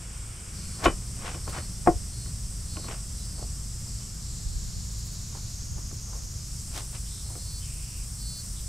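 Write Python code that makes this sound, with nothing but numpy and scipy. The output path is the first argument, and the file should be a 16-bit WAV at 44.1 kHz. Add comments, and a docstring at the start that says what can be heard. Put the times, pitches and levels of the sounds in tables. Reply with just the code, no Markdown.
"""A summer yard: a chorus of cicadas sizzles in the trees, and a high insect pulses above it.
A near cicada, its tymbals driving its hollow abdomen, sinks in tone and recovers; another whines
short notes far off. A distant machine rumbles and hums in the open air.
Hands shift on the camera: they push and scuff its case, and their blows excite its modes
in light ticks and two hard knocks."""
import sys
import numpy as np
from scipy import signal
from scipy.fft import rfft, irfft, next_fast_len
from scipy.io import wavfile
from scipy.ndimage import map_coordinates

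SR = 44100
rng = np.random.default_rng(int(sys.argv[2]) if len(sys.argv) > 2 else 0)


def to_wav(sig):
    """Store sig (one row per channel, or 1-D mono) as 16-bit WAV at the path in sys.argv[1].

    Samples outside -1..1 are clipped; the rate is SR.
    """
    pcm = np.clip(np.atleast_2d(sig), -1, 1) * 32767
    pcm = np.round(pcm).astype(np.int16)
    wavfile.write(sys.argv[1], SR, pcm.T)  # frames by channels


N = 382788

# Blows on the case. Each row: start in seconds, level in dB, place from 0 (flat) to 1 (rim).
BLOWS = [(.8575, -13.5, 1), (1.343, -34, 1), (1.477, -30, 0.53), (1.872, -12, 0.039), (2.259, -42.5, .6),
         (2.768, -32, 0.88), (2.842, -37, .5), (2.885, -33, 1), (3.425, -37.5, 0.043), (3.869, -45.5, .4),
         (5.912, -42, .4), (7.353, -36.5, .4)]
# Modes of the case. Each row: frequency in Hz, level in dB struck on the flat, the same on the rim,
# T60 in seconds.
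CASE_MODES = [(264, 0, -7, .065), (330, -2, -3, .12), (358, 0, -8, .11), (490, -7, -13, .09),
              (712, 2, -16, .12), (830, -14, -17, .08), (1066, -12, -4, .08), (1115, -9, -3, .08),
              (1260, -15, -12, .07), (1405, -21, -8, .08), (1515, -26, -12, .1), (1890, -19, -22, .08),
              (2100, -24, -20, .08), (2393, -33, -12, .13), (2560, -39, -18, .1), (2996, -44, -12, .14),
              (3740, -48, -24, .1)]
# Spectrum of skin on the case. Each row: frequency in Hz, relative level in dB.
SKIN_SPECTRUM = [(80, 5.5), (250, -6.5), (700, 2), (1100, -4), (1900, -5.5), (3200, -4.5), (4500, -5),
                 (8000, -3), (15000, -7)]
# Stereo width of the case's noises. Each row: frequency in Hz, side minus mid in dB.
CASE_WIDTH = [(150, -19), (500, -15), (2000, -4), (8000, -16)]

TIME = np.arange(N) / SR
SIDES = np.array([[1], [-1]])  # opposite signs for left and right


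def amp(db):
    """Amplitude grows tenfold every 20 dB."""
    return 10 ** (np.asarray(db) / 20)


def unit(x):
    """Normalisation to an rms of 1."""
    return x / np.sqrt(np.mean(x ** 2) + 1e-20)


def spectrum(points, hz):
    """Gain interpolated between (Hz, dB) points on a logarithmic frequency axis."""
    knots_hz, db = np.transpose(points)
    return amp(np.interp(np.log(hz + 1), np.log(knots_hz), db))


def wobble(rate):
    """Slow random modulation: a spline through rate Gaussian knots a second."""
    return map_coordinates(rng.standard_normal(int(N * rate / SR) + 4), [TIME * rate])


def jitter(t, rate, knots=64):
    """The same modulation over the times t of one short event."""
    return map_coordinates(rng.standard_normal(knots), [t * rate], mode="mirror")


def phase(hz):
    """Phase is the time integral of frequency."""
    return 2 * np.pi * np.cumsum(hz) / SR


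def ease(t, start_s, length_s):
    """A raised-cosine step from 0 to 1."""
    return np.sin(np.pi / 2 * np.clip((t - start_s) / length_s, 0, 1)) ** 2


def fade(t, length, attack_s, release_s):
    """An envelope of attack, hold and release."""
    return ease(t, 0, attack_s) * (1 - ease(t, length - release_s, release_s))


def opening_dip(t, db, until_s=.538):
    """A level step: the sound is quieter for the first half second, then steps up abruptly."""
    return db * (1 - ease(t, until_s - .02, .04))


def filtered(x, response):
    """Filtering multiplies the spectrum by a frequency response."""
    size = x.shape[-1]
    padded = next_fast_len(size + 4096)
    return irfft(rfft(x, padded) * response(np.fft.rfftfreq(padded, 1 / SR)), padded)[..., :size]


def peak(hz, centre_hz, width_hz):
    """A resonance whose gain halves at width_hz from its centre."""
    return 1 / (1 + ((hz - centre_hz) / width_hz) ** 2)


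def noise(response, size=N, width=None):
    """Coloured noise of rms 1, partly coherent between two close microphones."""
    # Stereo width of the yard. Each row: frequency in Hz, side minus mid in dB.
    yard_width = [(60, -27), (120, -22), (200, -17), (380, -6), (700, -2), (1290, -3), (2380, -5),
                  (4400, -10.5), (7520, -13), (15000, -18)]
    mid, side = filtered(rng.standard_normal((2, size)), response)
    side = filtered(side, lambda hz: spectrum(yard_width if width is None else width, hz))
    return unit(np.array([mid + side, mid - side]))


def add(out, start_s, sound):
    """Superposition: the sound adds to out from start_s on."""
    start = max(round(start_s * SR), 0)
    part = out[:, start:start + sound.shape[-1]]
    part += sound[..., :part.shape[1]]


def walls(x, count=16, echo_db=-7):
    """Comb filtering: weak early echoes from the yard's walls ripple the spectrum."""
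    echo, out = amp(echo_db), x.copy()
    for delay_s in rng.uniform(.002, .032, count):
        add(out, delay_s, echo / np.sqrt(count) * x)
    return out / np.sqrt(1 + echo ** 2)


def open_air(level_db=-57, excess_db=5, settle_s=2.2):
    """Broadband noise of the open air starts louder and settles exponentially."""
    # Spectrum of the air. Each row: frequency in Hz, relative level in dB.
    colour = [(100, 4), (350, 7.5), (600, 2), (850, 0.5), (1200, 3), (1700, -0.5), (2300, -1.5), (3500, -1),
              (6000, -36), (15000, -54)]
    return amp(level_db + excess_db * np.exp(-TIME / settle_s)) * noise(lambda hz: spectrum(colour, hz))


def distant_machine(rumble_db=-38.5, crest_s=4.4, ebb_db_per_s=.27, crossover_hz=110, throb_db=2):
    """Line spectrum over noise: the hum and deep rumble swell and ebb as the upper drone fades."""
    # Spectrum of the rumble. Each row: frequency in Hz, relative level in dB.
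    colour = [(10, -9), (25, -2), (45, -1.5), (65, -2), (100, -3.5), (140, -11.5), (200, -13), (280, -27),
              (450, -37), (1000, -52.5)]
    # Partials of the hum. Each row: frequency in Hz, wander in Hz, level in dB.
    partials = [(49.1, 2.48, -39), (75.9, 4, -45.5), (113.4, 3.98, -43.5), (141.5, 3.82, -48.5),
                (170.5, 4.98, -54)]
    ebb_db = ebb_db_per_s * np.abs(TIME - crest_s)
    swell = amp(ebb_db.mean() - ebb_db + opening_dip(TIME, db=-3) + .5 * wobble(2.01))
    drone = amp(3 - .7 * TIME + opening_dip(TIME, db=-6))
    low = noise(lambda hz: spectrum(colour, hz))
    deep = filtered(low, lambda hz: 1 / (1 + (hz / crossover_hz) ** 4))
    hum = sum(amp(db + throb_db * wobble(12)) * np.sin(phase(hz + wander_hz * wobble(12)))
              for hz, wander_hz, db in partials)
    return amp(rumble_db) * (swell * deep + drone * (low - deep)) + swell * hum


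def chorus(level_db=-45.5, flicker_db=.5):
    """Incoherent summation: many cicadas merge into a steady sizzle."""
    # Spectrum of the chorus. Each row: frequency in Hz, relative level in dB.
    colour = [(2500, -20), (3700, -15), (4400, -7.5), (5000, -0.5), (5650, 2), (6450, -4.5), (7500, -3.5),
              (9000, -5.5), (10200, -15.5), (11000, -10), (11900, -13), (12700, -21), (15500, -39)]
    gain = amp(level_db + opening_dip(TIME, db=-5) + flicker_db * wobble(12))
    return gain * noise(lambda hz: spectrum(colour, hz))


def high_insect(pulse_hz=16, slows_hz_per_s=.4, depth_db=1.9, deepens_db_per_s=.35):
    """Amplitude modulation: a shrill band of noise pulses ever slower and deeper."""
    # Course of the song. Each row: time in seconds, level in dB.
    levels = [(.5, -73), (1.5, -60), (4.5, -60.5), (5.1, -54), (5.5, -59.5), (8.68, -52.5)]
    # Spectrum of the song. Each row: frequency in Hz, relative level in dB.
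    colour = [(5000, -40), (8000, 14.5), (10500, 0), (13000, 3.5), (15000, -1), (16000, -1)]
    level_db = np.interp(TIME, *np.transpose(levels))
    rate_hz = (pulse_hz - slows_hz_per_s * TIME) * (1 + .025 * wobble(6))
    swing_db = (depth_db + deepens_db_per_s * TIME) * (1 + .35 * wobble(10))
    return amp(level_db + swing_db * np.sin(phase(rate_hz))) * noise(lambda hz: spectrum(colour, hz))


def hiss_and_rasps(relative_width=.23):
    """Noise bands: a faint background hiss in the first second, later the far cicada's toneless rasps."""
    # Each row: start in seconds, end in seconds, centre frequency in Hz, level in dB.
    bands = [(0, 1.002, 1410, -62.5), (0, .95, 2340, -61.5), (0, .95, 2950, -66), (4.2, 5.85, 4440, -53.5),
             (7.04, 7.66, 3930, -65), (7.618, 8.126, 2630, -57.5), (8.545, 8.617, 3650, -54)]
    out = np.zeros((2, N))
    for start, end, centre_hz, db in bands:
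        length = end - start
        t = np.arange(int(length * SR)) / SR
        band = noise(lambda hz: peak(hz, centre_hz, relative_width * centre_hz) ** 2, len(t))
        add(out, start, amp(db) * band * fade(t, length, attack_s=.03, release_s=.27 * length))
    return out


def far_cicada(tymbal_hz=188, waver_hz=8, flutter_db=2.5, swell_db_per_s=12):
    """Two tymbals click in turn, modulating a whine into sidebands of which every second is strong."""
    # Whined notes. Each row: start in seconds, length in seconds, pitch in Hz, level in dB.
    notes = [(0.516, .32, 4400, -54.5), (1.395, .29, 4410, -54), (2.082, 0.24, 4265, -55),
             (2.63, 0.27, 4245, -50.5), (3.16, .11, 3965, -55), (3.19, .17, 4880, -50.5),
             (3.32, 0.16, 4490, -53), (3.85, 0.19, 4515, -55), (3.98, 0.11, 3058, -60),
             (7.045, .07, 3080, -53), (7.07, .18, 3640, -53), (7.2, .27, 4200, -56.5),
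             (7.41, .22, 4392, -48.5), (7.601, 0.088, 3100, -52.5), (8.14, .3, 4410, -46)]
    # Each row: sideband order, relative level in dB.
    sidebands = [(-5, -19), (-3, -17), (-2, -10), (-1, -14), (0, 0), (1, -12), (2, -4), (3, -10)]
    hold_s, climb_hz_per_s, sag_hz_per_s = .22, 800, 133
    out = np.zeros((2, N))
    for start, length, hz, db in notes:
        t = np.arange(int(length * SR)) / SR
        held_s = t - max(length - hold_s, 0)  # negative while a long note climbs to its pitch
        glide_hz = np.minimum(climb_hz_per_s * held_s, -sag_hz_per_s * held_s)
        pitch_hz = hz + glide_hz + waver_hz * jitter(t, 35)
        note = 0
        for order, band_db in sidebands:
            gain = amp(band_db + flutter_db * jitter(t, 35))
            band_hz = pitch_hz + order * tymbal_hz + waver_hz * jitter(t, 35)
            note += gain * np.sin(phase(band_hz) + .3 * SIDES)  # it sings off to one side
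        swell = amp(db + swell_db_per_s * (t - length / 2))
        add(out, start, swell * note * fade(t, length, attack_s=.3 * length, release_s=.05))
    return out


def near_cicada(click_hz=380, buzz=.22, rest_hz=8150, sink_hz=1620, level_db=-45.5):
    """Forced resonance: tymbal clicks drive the abdomen, whose peak sinks and narrows as it stretches."""
    click_phase = phase(click_hz * (1 + .08 * wobble(40)))
    clicks = unit(noise(np.ones_like) * (1 + buzz * np.cos(click_phase)))
    hz, t, frames = signal.stft(clicks, SR, nperseg=256)
    recovery = ease(t, start_s=6.23, length_s=.57)
    stretch = ease(t, start_s=2.58, length_s=3.9) * (1 - recovery)
    # The tone spreads while it recovers and ends broader than it began.
    width_hz = 990 - 240 * stretch + 280 * recovery + 550 * np.sin(np.pi * recovery)
    abdomen = peak(hz[:, None], rest_hz - sink_hz * stretch, width_hz) * (hz[:, None] > 3500)
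    _, song = signal.istft(frames * abdomen / np.sqrt(width_hz), SR, nperseg=256)
    song_db = level_db - stretch + recovery + opening_dip(t, db=-.9)  # 1 dB down sunk, 1 dB up recovered
    return unit(song[:, :N]) * amp(np.interp(TIME, t, song_db) + .4 * wobble(9.9))


def hand_pushes(skew_rad=.34, flutter_db=-23.5, flutter_s=.11):
    """A push is one low pressure pulse, uneven between the microphone ports, amid fluttering air."""
    # Each row: time of the peak in seconds, level in dB, frequency in Hz.
    pushes = [(.928, -31, 40), (1.896, -19.5, 54), (1.967, -21.5, 68), (4.47, -23, 43), (4.57, -22, 45.3),
              (4.68, -28.5, 38), (4.78, -26, 49), (5.722, -26, 75), (5.767, -26, 59.6), (6.248, -29, 50)]
    out, t = np.zeros((2, N)), np.arange(-SR // 2, SR // 2) / SR
    for peak_s, db, hz in pushes:
        swing = -np.cos(2 * np.pi * hz * t + skew_rad * SIDES) * np.exp(-2 * (hz * t) ** 2)
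        air = unit(filtered(rng.standard_normal((2, len(t))), lambda f: peak(f, 40, 60)))
        flutter = amp(flutter_db) * air * np.exp(-(t / flutter_s) ** 2)
        add(out, peak_s + t[0], amp(db) * (swing + flutter))
    return out


def scuffs(grain_db=3, ring_db=2):
    """Stick-slip friction: skin rubs the case in grainy strokes that stir its modes."""
    # Each row: time of the peak in seconds, level in dB, decay time in seconds, cutoff in Hz.
    rubs = [(.844, -25, 0.0035, 5000), (.854, -26, .01, 6430), (.864, -20.5, 0.022, 1730),
            (1.278, -34.5, 0.047, 2900), (1.5, -43, .016, 9000), (1.566, -34, 0.032, 2280),
            (2.917, -39, 0.04, 2800), (3.394, -48.5, 0.023, 900), (3.431, -34.5, .008, 480),
            (5.36, -45.5, 0.023, 1300), (5.785, -48, 0.018, 1200), (6.149, -50, 0.064, 1200),
            (6.777, -33, 0.026, 7000), (6.955, -42, 0.018, 4500), (7.31, -49.5, 0.024, 900)]
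    strokes = [(s, db, .95 * fall_s, fall_s, top_hz) for s, db, fall_s, top_hz in rubs]
    # The finger slips dully just after each blow and grazes the case just before it.
    slips = [(s + .012, db - 7, .0021, .021, 480) for s, db, _ in BLOWS]
    grazes = [(s - .0071, db - 19.5, .0033, .0033, 1360) for s, db, _ in BLOWS]

    def colour(hz, top_hz):
        """Source and filter: friction noise passes through the resonances of the case."""
        modes = sum(amp(rim) * peak(hz, mode_hz, 4 / t60) for mode_hz, _, rim, t60 in CASE_MODES)
        band = np.sqrt((hz + top_hz / 2) / (1 + (hz / top_hz) ** 6))
        return spectrum(SKIN_SPECTRUM, hz) * (1 + amp(ring_db) * modes) * band

    out, t = np.zeros((2, N)), np.arange(-SR // 5, SR // 5) / SR
    for peak_s, db, rise_s, fall_s, top_hz in strokes + slips + grazes:
        rub = noise(lambda hz: colour(hz, top_hz), len(t), CASE_WIDTH)
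        grain = amp(grain_db * jitter(t - t[0], 300, knots=256))
        envelope = np.exp(-np.abs(t) / np.where(t < 0, rise_s, fall_s))
        add(out, peak_s + t[0], amp(db) * unit(rub * grain) * envelope)
    return out


def knocks(rattle_db=-3, free_ring_db=-15, finger_t60=.075, attack_s=.00045):
    """Modal excitation: where a blow lands decides which modes ring; harder blows rattle longer."""
    out, t = np.zeros((2, N)), np.arange(SR // 3) / SR
    skew_rad = .3 * SIDES  # the case sways, so the two microphones move out of step
    for start, db, place in BLOWS:
        ring = 0
        for k, (mode_hz, flat_db, rim_db, t60) in enumerate(CASE_MODES):
            mode_db = np.interp(place, [0, 1], [flat_db, rim_db]) + rng.normal(0, 1)
            ring += (-1) ** k * amp(mode_db - 60 * t / t60) * np.sin(2 * np.pi * mode_hz * t + skew_rad)
        softness = max(free_ring_db - db, 0) / 20
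        ring *= amp(-60 * t * softness / finger_t60)  # the resting finger damps soft blows
        top_hz = np.interp(place, [0, 1], [1360, 2780])  # the rattle is brighter at the rim
        rattle = noise(lambda hz: spectrum(SKIN_SPECTRUM, hz) / np.sqrt(1 + (hz / top_hz) ** 8),
                       len(t), CASE_WIDTH)
        rattle_t60 = .07 * 2 ** (db / 26)  # doubles every 26 dB
        rattle *= amp(rattle_db - 60 * t / rattle_t60)
        add(out, start, amp(db) * (ring + rattle) * (1 - np.exp(-t / attack_s)))
    return out


def scene():
    """Superposition: insects and rumble all around, knocks and scuffs a little to the left."""
    insects = walls(chorus() + high_insect() + near_cicada()) + far_cicada()
    background = hiss_and_rasps() + distant_machine() + open_air()
    handling = amp(.7 * SIDES) * (knocks() + scuffs()) + hand_pushes()
    return background + insects + handling


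def record(dry, top_hz=15650):
    """Band limiting: the camera passes nothing above top_hz."""
    return filtered(dry, lambda hz: hz < top_hz)


dry = scene()
out = record(dry)
to_wav(out)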